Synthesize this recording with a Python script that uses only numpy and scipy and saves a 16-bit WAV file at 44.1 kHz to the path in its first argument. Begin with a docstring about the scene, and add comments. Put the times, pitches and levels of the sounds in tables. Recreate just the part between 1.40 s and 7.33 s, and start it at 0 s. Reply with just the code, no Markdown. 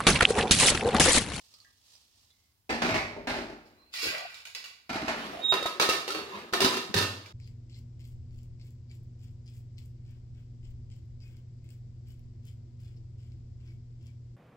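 """Wet beans hiss in a carried steel pot, the pot knocks down on a gas stove, and its lid scrapes, bangs and squeaks.
The lid is dragged off the counter, knocked and slid into the mouth of the pot, and pulled shut.
Blows and rubbing excite noise and sine modes that die away, with a small tiled kitchen in the dense ring.
Swelling sines make the squeak, dying sines the knocks and booms, wandering tones the hums.
A pair of microphone ports close above the pot hears it in stereo, over faint kitchen air."""
import sys
import numpy as np
from scipy import signal
from scipy.fft import rfft, irfft
from scipy.io import wavfile
from scipy.ndimage import uniform_filter1d

SR = 44100
rng = np.random.default_rng(int(sys.argv[2]) if len(sys.argv) > 2 else 0)


def put_to_file(sound):
    """Save the sound as 16-bit audio at rate SR, in the file named by the first command-line argument."""
    columns = np.atleast_2d(sound).T  # one column per channel
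    safe = np.clip(columns, -1, 1)
    whole_steps = np.round(safe * 32767)
    wavfile.write(sys.argv[1], SR, whole_steps.astype(np.int16))


N = 261326  # length of the scene [samples]

# Pot meeting the stove top: (time [s], middle-band level [dB], bass relative to it [dB], chatter [s])
STOVE_CONTACTS = [(1.293, -31, -2.5, 0.11), (1.419, -26, -4, 0.045), (1.489, -29.5, -3.5, 0.039),
                  (1.541, -26.5, -5, 0.04), (1.763, -54.5, 15, 0.026), (1.871, -31, -4.5, 0.083),
                  (1.932, -49.5, 4.5, 0.44), (3.493, -35.5, -6.5, 0.22), (3.557, -34.5, -11, 0.013),
                  (3.68, -28.5, -7, 0.027)]
# Colour of the beans and of the tick cracks: (frequency [Hz], relative level [dB])
BEAN_COLOUR = [(290, -28), (500, -19.5), (1170, -17), (1580, -24), (1770, -17), (2130, -19.5),
               (2800, -12.5), (4910, -8), (15500, -27.5)]
# How alike the two ports are: (frequency [Hz], likeness [0 to 1])
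PORT_LIKENESS = [(60, 0.68), (250, 1), (500, 1), (1000, 0.5), (2400, 0.058), (6000, 0.0057),
                 (15000, 0.0098)]
# Many close modes of the lid on the pot, with the room: (frequency [Hz], relative level [dB])
LID_COLOUR = [(18, -58), (60, -18), (200, -2), (380, 0.5), (830, -1), (1200, 0.5), (2200, -4), (4500, -5),
              (8200, -16), (11000, -17.5), (15500, -23.5)]
# Lid held off the pot, with its bar: (frequency [Hz], width [Hz], level over dense ring before variation [dB])
BAR_MODES = [(1135, 69, 5), (1482, 105, 13.5), (1965, 86, 14), (2343, 100, 15.5), (2640, 200, 13.5),
             (2916, 56, 11), (3460, 150, 9.5), (3970, 270, 9.5), (4400, 60, 6.5), (4640, 180, 12),
             (5270, 250, 9.5), (6840, 370, 6.5)]
# Many close modes of the held lid, with the room: (frequency [Hz], relative level [dB])
BAR_COLOUR = [(18, -62), (30, -59), (187, -7), (341, -19), (399, -6.5), (874, -1.5), (4780, -2.5),
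              (15500, -11)]
RIGHT_LATE_S = .00023  # delay of shared sound at the right port


def gain_of(db):
    """Turn decibels into an amplitude factor."""
    return 10 ** (np.asarray(db) / 20)


def evened(x):
    """Scale a sound to an average (RMS) strength of one."""
    return x / np.sqrt(np.mean(x ** 2) + 1e-20)


def read(points, hz):
    """Read a table between its points, along a logarithmic frequency scale."""
    f, value = np.transpose(points)
    return np.interp(np.log(hz + 1), np.log(f + 1), value)


def add(mix, s, sound):
    """Add a sound to the mix from time s, cutting off what runs past the end."""
    part = mix[:, round(s * SR):][:, :sound.shape[1]]
    part += sound[:, :part.shape[1]]


def lid_modes():
    """Rows (frequency [Hz], width [Hz], level [dB]) for the lid in the pot mouth."""
    # Mode pitches: (frequency [Hz])
    mode_hz = [388, 664, 1000, 1100, 1270, 1803, 2320, 2730, 2885, 3451, 3688, 3881, 4411, 4870, 5240, 6024]
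    # Mode strengths: (level over the dense ring before variation [dB])
    mode_db = [-1, -11.5, -2.5, -8.5, 3.5, 2, -3, 5, -11, -2, 1, 3.5, 2.5, 3, -13, -4]
    width_hz = 28
    return [(hz, width_hz, db) for hz, db in zip(mode_hz, mode_db)]


def noise_pair(size, colour, modes=()):
    """Coloured noise at the two ports, partly shared; the shared part reaches the right port late."""
    hz = np.fft.rfftfreq(size, 1 / SR)
    left, other = rfft(rng.standard_normal((2, size)))
    same = np.clip(read(PORT_LIKENESS, hz), 0, 1)
    late = np.exp(-2j * np.pi * hz * RIGHT_LATE_S)
    right = same * left * late + np.sqrt(1 - same ** 2) * other
    # each contact point stirs the modes by different amounts and shifts them a little
    peaks = 0
    for f, width, db in modes:
        height = gain_of(db + 4 * np.clip(rng.standard_normal(), -2, 1))
        offset = 2 * (hz - f) / width - rng.standard_normal()
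        peaks = peaks + height / (1 + offset ** 2)
    spectrum = np.array([left, right]) * gain_of(read(colour, hz)) * (1 + peaks)
    return evened(irfft(spectrum, size))


def three_bands(x):
    """Split into bass, middle and treble, with causal filters; the bands add up to the sound."""
    bass, below = (signal.sosfilt(signal.butter(2, hz, fs=SR, output="sos"), x) for hz in (500, 4000))
    return bass, below - bass, x - below


def clear_ring(size, colour, modes):
    """The modes as dying, beating sines, stirred unevenly and each slightly detuned at random."""
    t60_times_width = 10.9  # time to fall 60 dB [s] times mode width [Hz]
    twin_split = 0.03  # largest share of its pitch by which a twin lies apart
    hz, width, db = np.transpose(modes)[..., None]
    stir, detune, phase, apart, split = rng.random((len(modes), 5)).T[..., None]
    t = np.arange(size) / SR
    height = gain_of(read(colour, hz) + db - 11 * stir)
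    turn = 2 * np.pi * (hz * (1 + .008 * (detune - .5)) * t + phase)
    unlikeness = 1 - np.clip(read(PORT_LIKENESS, hz), 0, 1)
    right = 2 * np.pi * (unlikeness * apart - hz * RIGHT_LATE_S)
    fading = height / np.linalg.norm(height) * gain_of(-60 * t * width / t60_times_width)
    # modes of a round lid come as twins, so their level beats
    fading = fading * (1 + 0.59 * np.cos(2 * np.pi * twin_split * hz * split * t))
    return np.array([(fading * np.sin(turn + lag)).sum(0) for lag in (0, right)])


def response(colour, modes, damping, direct_db, ring_db):
    """What one contact sets ringing: a direct crack, clear modes, and a dense ring that dies band by band."""
    # Time to fall 60 dB, before division by damping: (frequency [Hz], time [s])
    ring_out = [(100, 1.), (260, .8), (500, .8), (1000, .7), (1840, .62), (4850, .55), (12000, .4)]
    size = 36000
    hz, frame_s, z = signal.stft(noise_pair(size, colour, modes), SR, nperseg=256)
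    fall_db = -60 * damping * frame_s / read(ring_out, hz)[:, None]
    tail = signal.istft(z * gain_of(fall_db), SR, nperseg=256)[1]
    t = np.arange(size) / SR
    # the directly struck steel dies sooner than the room around it
    direct = np.exp(-t / 0.0036) + 0.5 * np.exp(-t / 0.12)
    out = tail[:, :size] * (1 + gain_of(direct_db) * direct)
    add(out, 0, gain_of(ring_db) * clear_ring(size // 3, colour, modes))
    return out


def blows(table, colour, modes, damping, direct_db, ring_db, rebound, rise_s):
    """Each blow is a first contact and a chatter of random rebounds that dies away."""
    out, t = np.zeros((2, N)), np.arange(9000) / SR
    for s, db, bass_db, treble_db, chatter in table:
        sizes, chance = rng.standard_normal(len(t)), rng.random(len(t))
        chatter_s = max(chatter, .002)
        hits = np.clip(sizes, -3, 3) * (chance < 300 / SR)  # about 300 rebounds a second
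        force = rebound * hits * np.exp(-(t / chatter_s) ** 2)
        force[0] = np.clip(0.025 / chatter_s, .6, 2.5)  # a clean strike chatters little
        ring = response(colour, modes, damping, direct_db, ring_db)
        sound = signal.fftconvolve(ring, force[None], axes=1)
        sound[:, :len(t)] *= 1 - np.exp(-t / rise_s)  # a heavy thing settles rather than strikes
        head = round((0.014 + chatter) * SR)  # each band is levelled over this opening
        bands = zip((bass_db, 0, treble_db), three_bands(sound))
        shaped = sum(gain_of(g) * band / np.std(band[:, :head]) for g, band in bands)
        add(out, s, gain_of(db) * shaped)
    return out


def rub(t, level_db, bass_db, treble_db, colour, modes):
    """Grit under a sliding rim: uneven clicks into the lid, whose colour shifts as the contact travels."""
    click_size = gain_of(2.9 * np.minimum(rng.exponential(1, SR), 4))
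    grit = click_size * (rng.random(SR) < 2500 / SR)  # about 2500 clicks a second
    grit = (grit * rng.choice([-1., 1.], SR))[:len(t)] * signal.windows.tukey(len(t), .05)
    out = 0
    for spot in range(5):
        touch = np.cos(np.pi * (5.5 * t + spot / 5)) ** 4 / np.std(grit)
        ring = response(colour, modes, damping=0.97, direct_db=37.0, ring_db=-17.0)
        for band, colour_db in zip(three_bands(ring), (bass_db, 0, treble_db)):
            force = grit * touch * gain_of(level_db + colour_db)
            out = out + signal.fftconvolve(band, force[None], axes=1) / np.linalg.norm(band[0])
    return out


def kitchen_air():
    """A steady hush of coloured noise stands for the quiet kitchen."""
    # Colour of the hush: (frequency [Hz], relative level [dB])
    air_colour = [(15, -84), (25, -15), (75, 1), (110, -2), (160, -15.5), (260, -11.5), (297, -15),
                  (469, -25), (762, -21.5), (8350, -27), (15500, -22.5)]
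    return gain_of(-72) * noise_pair(N, air_colour)


def sliding_beans():
    """Wet beans hiss in small clumps, surging with each swing of the pot until it meets the stove."""
    # Swings of the pot: (time [s], level [dB])
    swings = [(0.0, -62.5), (0.142, -62), (0.52, -60.5), (0.8, -66), (1.002, -76)]
    rise_db_per_s, settle_db_per_s = 84, 47
    t = np.arange(N) / SR
    power = 0
    for s, db in swings:
        below_db = np.maximum(rise_db_per_s * (s - t), settle_db_per_s * (t - s))
        power = power + gain_of(db - below_db) ** 2
    clumps = evened(uniform_filter1d(rng.standard_normal(N), 400))
    carried = t < STOVE_CONTACTS[0][0]
    return noise_pair(N, BEAN_COLOUR) * np.sqrt(power) * gain_of(1.4 * clumps) * carried


def hums():
    """Brief fuzzy hums of unevenly driven modes: gliding tones whose height and phase wander."""
    # Hums: (start [s], end [s], start frequency [Hz], end frequency [Hz], level before fades [dB])
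    hum_rows = [(0.111, 0.333, 1234, 1190, -75), (0.873, 1.152, 2100, 2100, -82.5),
                (2.355, 2.535, 4020, 4170, -68.5), (2.369, 2.46, 1100, 1120, -71),
                (2.625, 2.68, 388, 414, -40), (2.696, 2.888, 564.4, 710, -45),
                (3.917, 4.037, 669, 653, -43), (4.697, 4.73, 1314, 1290, -35.5),
                (4.91, 4.99, 1067, 1038, -43.5), (5.491, 5.523, 217, 245, -42)]
    calm = 190  # smoothing of the wandering [samples]
    out = np.zeros((2, N))
    for start, end, hz, end_hz, db in hum_rows:
        size = round((end - start) * SR)
        wander = uniform_filter1d(rng.standard_normal((2, 2, SR // 2)), calm)
        a, b = uniform_filter1d(wander, calm)[..., :size]
        pitch = hz + (end_hz - hz) * np.sin(np.linspace(0, np.pi / 2, size))
        tone = ((a + 1j * b) * np.exp(2j * np.pi * np.cumsum(pitch) / SR)).real
        add(out, start, gain_of(db) * evened(tone) * signal.windows.tukey(size, .4))
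    return out


def steel_ticks():
    """Small ticks on the steel: a cluster of near modes and a short noisy crack."""
    # Ticks: (time [s], level before modes and crack are summed [dB], centre frequency [Hz])
    ticks = [(0.1397, -56, 4750), (0.2014, -59, 4400), (0.247, -64, 1720), (0.553, -60, 5070),
             (0.904, -67, 3820)]
    cycles = 540  # cycles a tick rings before it is 60 dB down
    out, t = np.zeros((2, N)), np.arange(9000) / SR
    for s, db, hz in ticks:
        near_hz = hz * (1 + 0.06 * rng.standard_normal((5, 1)))
        ring = [np.sin(2 * np.pi * (near_hz * t + rng.random((5, 1)))).sum(0) for _ in range(2)]
        crack = 1.7 * noise_pair(len(t), BEAN_COLOUR) * np.exp(-t / 0.0046)
        add(out, s, gain_of(db - 60 * t * hz / cycles) * (np.array(ring) + crack))
    return out


def pot_on_stove():
    """The pot strikes and chatters on the stove, ringing its pan support and sheet top."""
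    # Pan support and sheet top: (frequency [Hz], width [Hz], level over dense ring before variation [dB])
    stove_modes = [(236.3, 16, 1.5), (296.5, 30, 1), (358.8, 21, -5), (402, 22, -1), (653, 57, 4.5),
                   (774, 27, -4.5), (876, 41, 0.5), (1250, 29, -8), (1820, 460, -0.5)]
    # The stove's many close modes and the room: (frequency [Hz], relative level [dB])
    stove_colour = [(18, -59), (40, -9.5), (100, -17.5), (240, -12), (450, -11), (900, -6), (1550, -9),
                    (2500, -6), (3200, -12.5), (4540, -9), (8200, -24), (15500, -38)]
    treble_db = -6.5  # relative to the middle band
    rows = [(s, db, bass_db, treble_db, chatter) for s, db, bass_db, chatter in STOVE_CONTACTS]
    return blows(rows, stove_colour, stove_modes, damping=0.69, direct_db=15.5, ring_db=5.5,
                 rebound=0.26, rise_s=0.0017)


def thuds():
    """The hollow stove body booms, with a close second mode and a brief higher one."""
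    # Booms: (time [s], level of the lowest mode before its rise [dB], frequency [Hz], time to fall 60 dB [s])
    booms = [(1.298, -48, 49, 0.87), (1.501, -37, 97.7, 0.77), (5.551, -29.5, 96.8, 0.79)]
    out, t = np.zeros((2, N)), np.arange(40000) / SR
    for s, db, hz, t60 in booms:
        pair = np.sin(2 * np.pi * hz * t) + 0.7 * np.sin(2 * np.pi * 1.143 * hz * t - 1.4)
        higher = 1.2 * np.sin(2 * np.pi * 1.6 * hz * t) * np.exp(-t / .06)
        rise = 1 - np.exp(-t / 0.01)
        add(out, s, (gain_of(db - 60 * t / t60) * (pair + higher) * rise)[None])
    return out


def counter_drag():
    """The lid rubs over the stone counter; its bass thins faster than its level as the drag eases."""
    # Course of the drag: (time [s], level [dB], treble relative to it [dB])
    drag_course = [(2.241, -74, 9), (2.502, -74, -9), (2.532, -66, 20), (2.55, -50, 12.5), (2.61, -42, 6.5),
                   (2.638, -31.5, 5), (2.69, -33.5, 0.5), (2.75, -37.5, -6), (2.85, -46.5, -9),
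                   (2.9, -50.5, -2.5), (3.03, -57, 3.5)]
    out = np.zeros((2, N))
    s, db, treble_db = np.transpose(drag_course)
    t = np.arange(s[0], s[-1], 1 / SR)
    level_db = np.interp(t, s, db)
    bass_db = -7.5 + 2 * (level_db - db.max())  # bass relative to the level
    add(out, s[0], rub(t, level_db, bass_db, np.interp(t, s, treble_db), BAR_COLOUR, BAR_MODES))
    return out


def bar_rattle():
    """The loose locking bar knocks and rebounds, ringing the lid held off the pot."""
    # Rattles: (time [s], middle-band level [dB])
    rattles = [(2.538, -44.5), (2.7808, -47), (2.943, -52), (3.053, -49), (3.071, -54), (3.1489, -41.5),
               (3.241, -48.5), (3.257, -53), (5.86, -55)]
    bass_db, treble_db, chatter_s = -23, 5, 0.0068  # bass and treble relative to the middle band
    rows = [(s, db, bass_db, treble_db, chatter_s) for s, db in rattles]
    return blows(rows, BAR_COLOUR, BAR_MODES, damping=0.76, direct_db=11.0, ring_db=5.0,
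                 rebound=0.47, rise_s=0.00017)


def knocks():
    """The hollow of the pot answers firm blows with a few dying cycles of one low tone."""
    # Knocks: (time [s], starting level [dB], frequency [Hz])
    hollow_knocks = [(3.51, -27.5, 257), (3.557, -24.5, 320), (3.628, -25.5, 294), (3.644, -28, 260),
                     (3.679, -27, 310), (4.123, -18, 686), (4.2255, -27.5, 530), (4.2565, -18, 710),
                     (4.3982, -21.5, 1010), (4.49, -19, 440), (5.135, -23, 1320), (5.2035, -20.5, 680),
                     (5.246, -20.5, 260), (5.553, -24.5, 200)]
    cycles = 12.2  # cycles a knock rings before it is 60 dB down
    out, t = np.zeros((2, N)), np.arange(4000) / SR
    for s, db, hz in hollow_knocks:
        add(out, s, (gain_of(db - 60 * t * hz / cycles) * np.sin(2 * np.pi * hz * t))[None])
    return out


def rim_slides():
    """The lid rubs along the pot rim in slides that swell and ease."""
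    # Slides: (start [s], hardest [s], end [s], level at the hardest [dB], bass relative to it [dB])
    slide_rows = [(3.701, 3.796, 4.1, -38.5, -5.5), (4.748, 4.96, 5.1, -41.5, -3.5)]
    start_db, end_db, treble_db = -14, -11, -7  # ends relative to the hardest, treble to the level
    out = np.zeros((2, N))
    for start, hardest, end, db, bass_db in slide_rows:
        t = np.arange(start, end, 1 / SR)
        level_db = db + np.interp(t, (start, hardest, end), (start_db, 0, end_db))
        add(out, start, rub(t, level_db, bass_db, treble_db, LID_COLOUR, lid_modes()))
    return out


def squeak():
    """Stick-slip locks on one lid mode: swelling near-sine, with weak overtones that grow with its strength."""
    # Swells: (middle [s], length [s], level before the left-right balance [dB])
    swell_rows = [(4.03, 0.049, -39.5), (4.057, 0.059, -23), (4.109, 0.09, -19), (4.143, .03, -32),
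                  (4.183, 0.056, -31.5), (4.235, 0.091, -34.5), (4.27, 0.028, -30.5), (4.33, 0.1, -48)]
    # Overtones at the strongest swell: (multiple of the pitch, level relative to the main tone [dB])
    overtones = [(2, -27), (3, -42)]
    pitch_hz = 3743
    t = np.arange(N) / SR
    swells = 0
    for s, length, db in swell_rows:
        swells = swells + gain_of(db) * np.cos(np.pi * np.clip((t - s) / length, -.5, .5)) ** 2.23
    turn = 2 * np.pi * pitch_hz * t + np.array([[.6], [0]])  # left leads in phase
    tone = np.sin(turn)
    for k, db in overtones:
        tone = tone + gain_of(db) * (swells / swells.max()) ** (k - 1) * np.sin(k * turn)
    return tone * swells * gain_of([[-2.1], [2.1]])  # right is louder


def lid_on_pot():
    """The lid knocks and chatters in the pot mouth, ringing its modes."""
    # Knocks: (time [s], middle-band level [dB], bass and treble relative to it [dB, dB], chatter [s])
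    lid_contacts = [(4.123, -26, -12, -9, 0.013), (4.139, -29.5, -38, -2, 0.013),
                    (4.226, -42, -10, 3.5, 0.013), (4.259, -31, -18.5, -3, 0.016),
                    (4.398, -24.5, -20, 0, 0.014), (4.412, -28.5, -22.5, 3.5, 0.029),
                    (4.489, -29, -13, 2.5, 0.0063), (4.496, -32, -11, 5.5, 0.014),
                    (4.531, -34.5, -12, 0, 0.037), (4.678, -35.5, -13, 0.5, 0.023),
                    (4.705, -47, 5, 10.5, 0.019), (4.747, -34, -4, -4.5, 0.041), (5.126, -42.5, 2, 2, 0.02),
                    (5.135, -25.5, -11, -2, 0.015), (5.204, -28, -1, 3, 0.031),
                    (5.217, -26.5, -6.5, -0.5, 0.018), (5.246, -26, -6, 1.5, 0.025),
                    (5.259, -41, -7, -9, 0.0061), (5.329, -33.5, -7, 0, 0.048),
                    (5.541, -27.5, -5, 2, 0.066)]
    return blows(lid_contacts, LID_COLOUR, lid_modes(), damping=0.62, direct_db=20.5, ring_db=15.0,
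                 rebound=0.49, rise_s=.0004)


def scene():
    """Add all the sounds together, roughly in order."""
    carried = kitchen_air() + sliding_beans() + hums() + steel_ticks()
    set_down = pot_on_stove() + thuds()
    lid_in_hand = counter_drag() + bar_rattle()
    closing = knocks() + rim_slides() + squeak() + lid_on_pot()
    return carried + set_down + lid_in_hand + closing


def record(dry):
    """The two ports differ in colour; small capsules lose deep bass, and the top is cut off."""
    # Balance of the ports: (frequency [Hz], left over right [dB])
    port_tilt = [(60, 1), (180, 0.5), (550, 1.5), (1650, -1.5), (4970, -5), (15000, 1.5)]
    hz = np.linspace(0, SR / 2, 257)
    ports = [signal.firwin2(255, hz, gain_of(side * read(port_tilt, hz)), fs=SR) for side in (.5, -.5)]
    coloured = signal.oaconvolve(dry, np.array(ports), "same", axes=1)
    coloured = signal.sosfilt(signal.butter(2, 40, "high", fs=SR, output="sos"), coloured)
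    top_cut = signal.firwin(255, 16000, window=("kaiser", 9), fs=SR)
    return signal.oaconvolve(coloured, top_cut[None], "same")


dry = scene()
out = record(dry)
put_to_file(out)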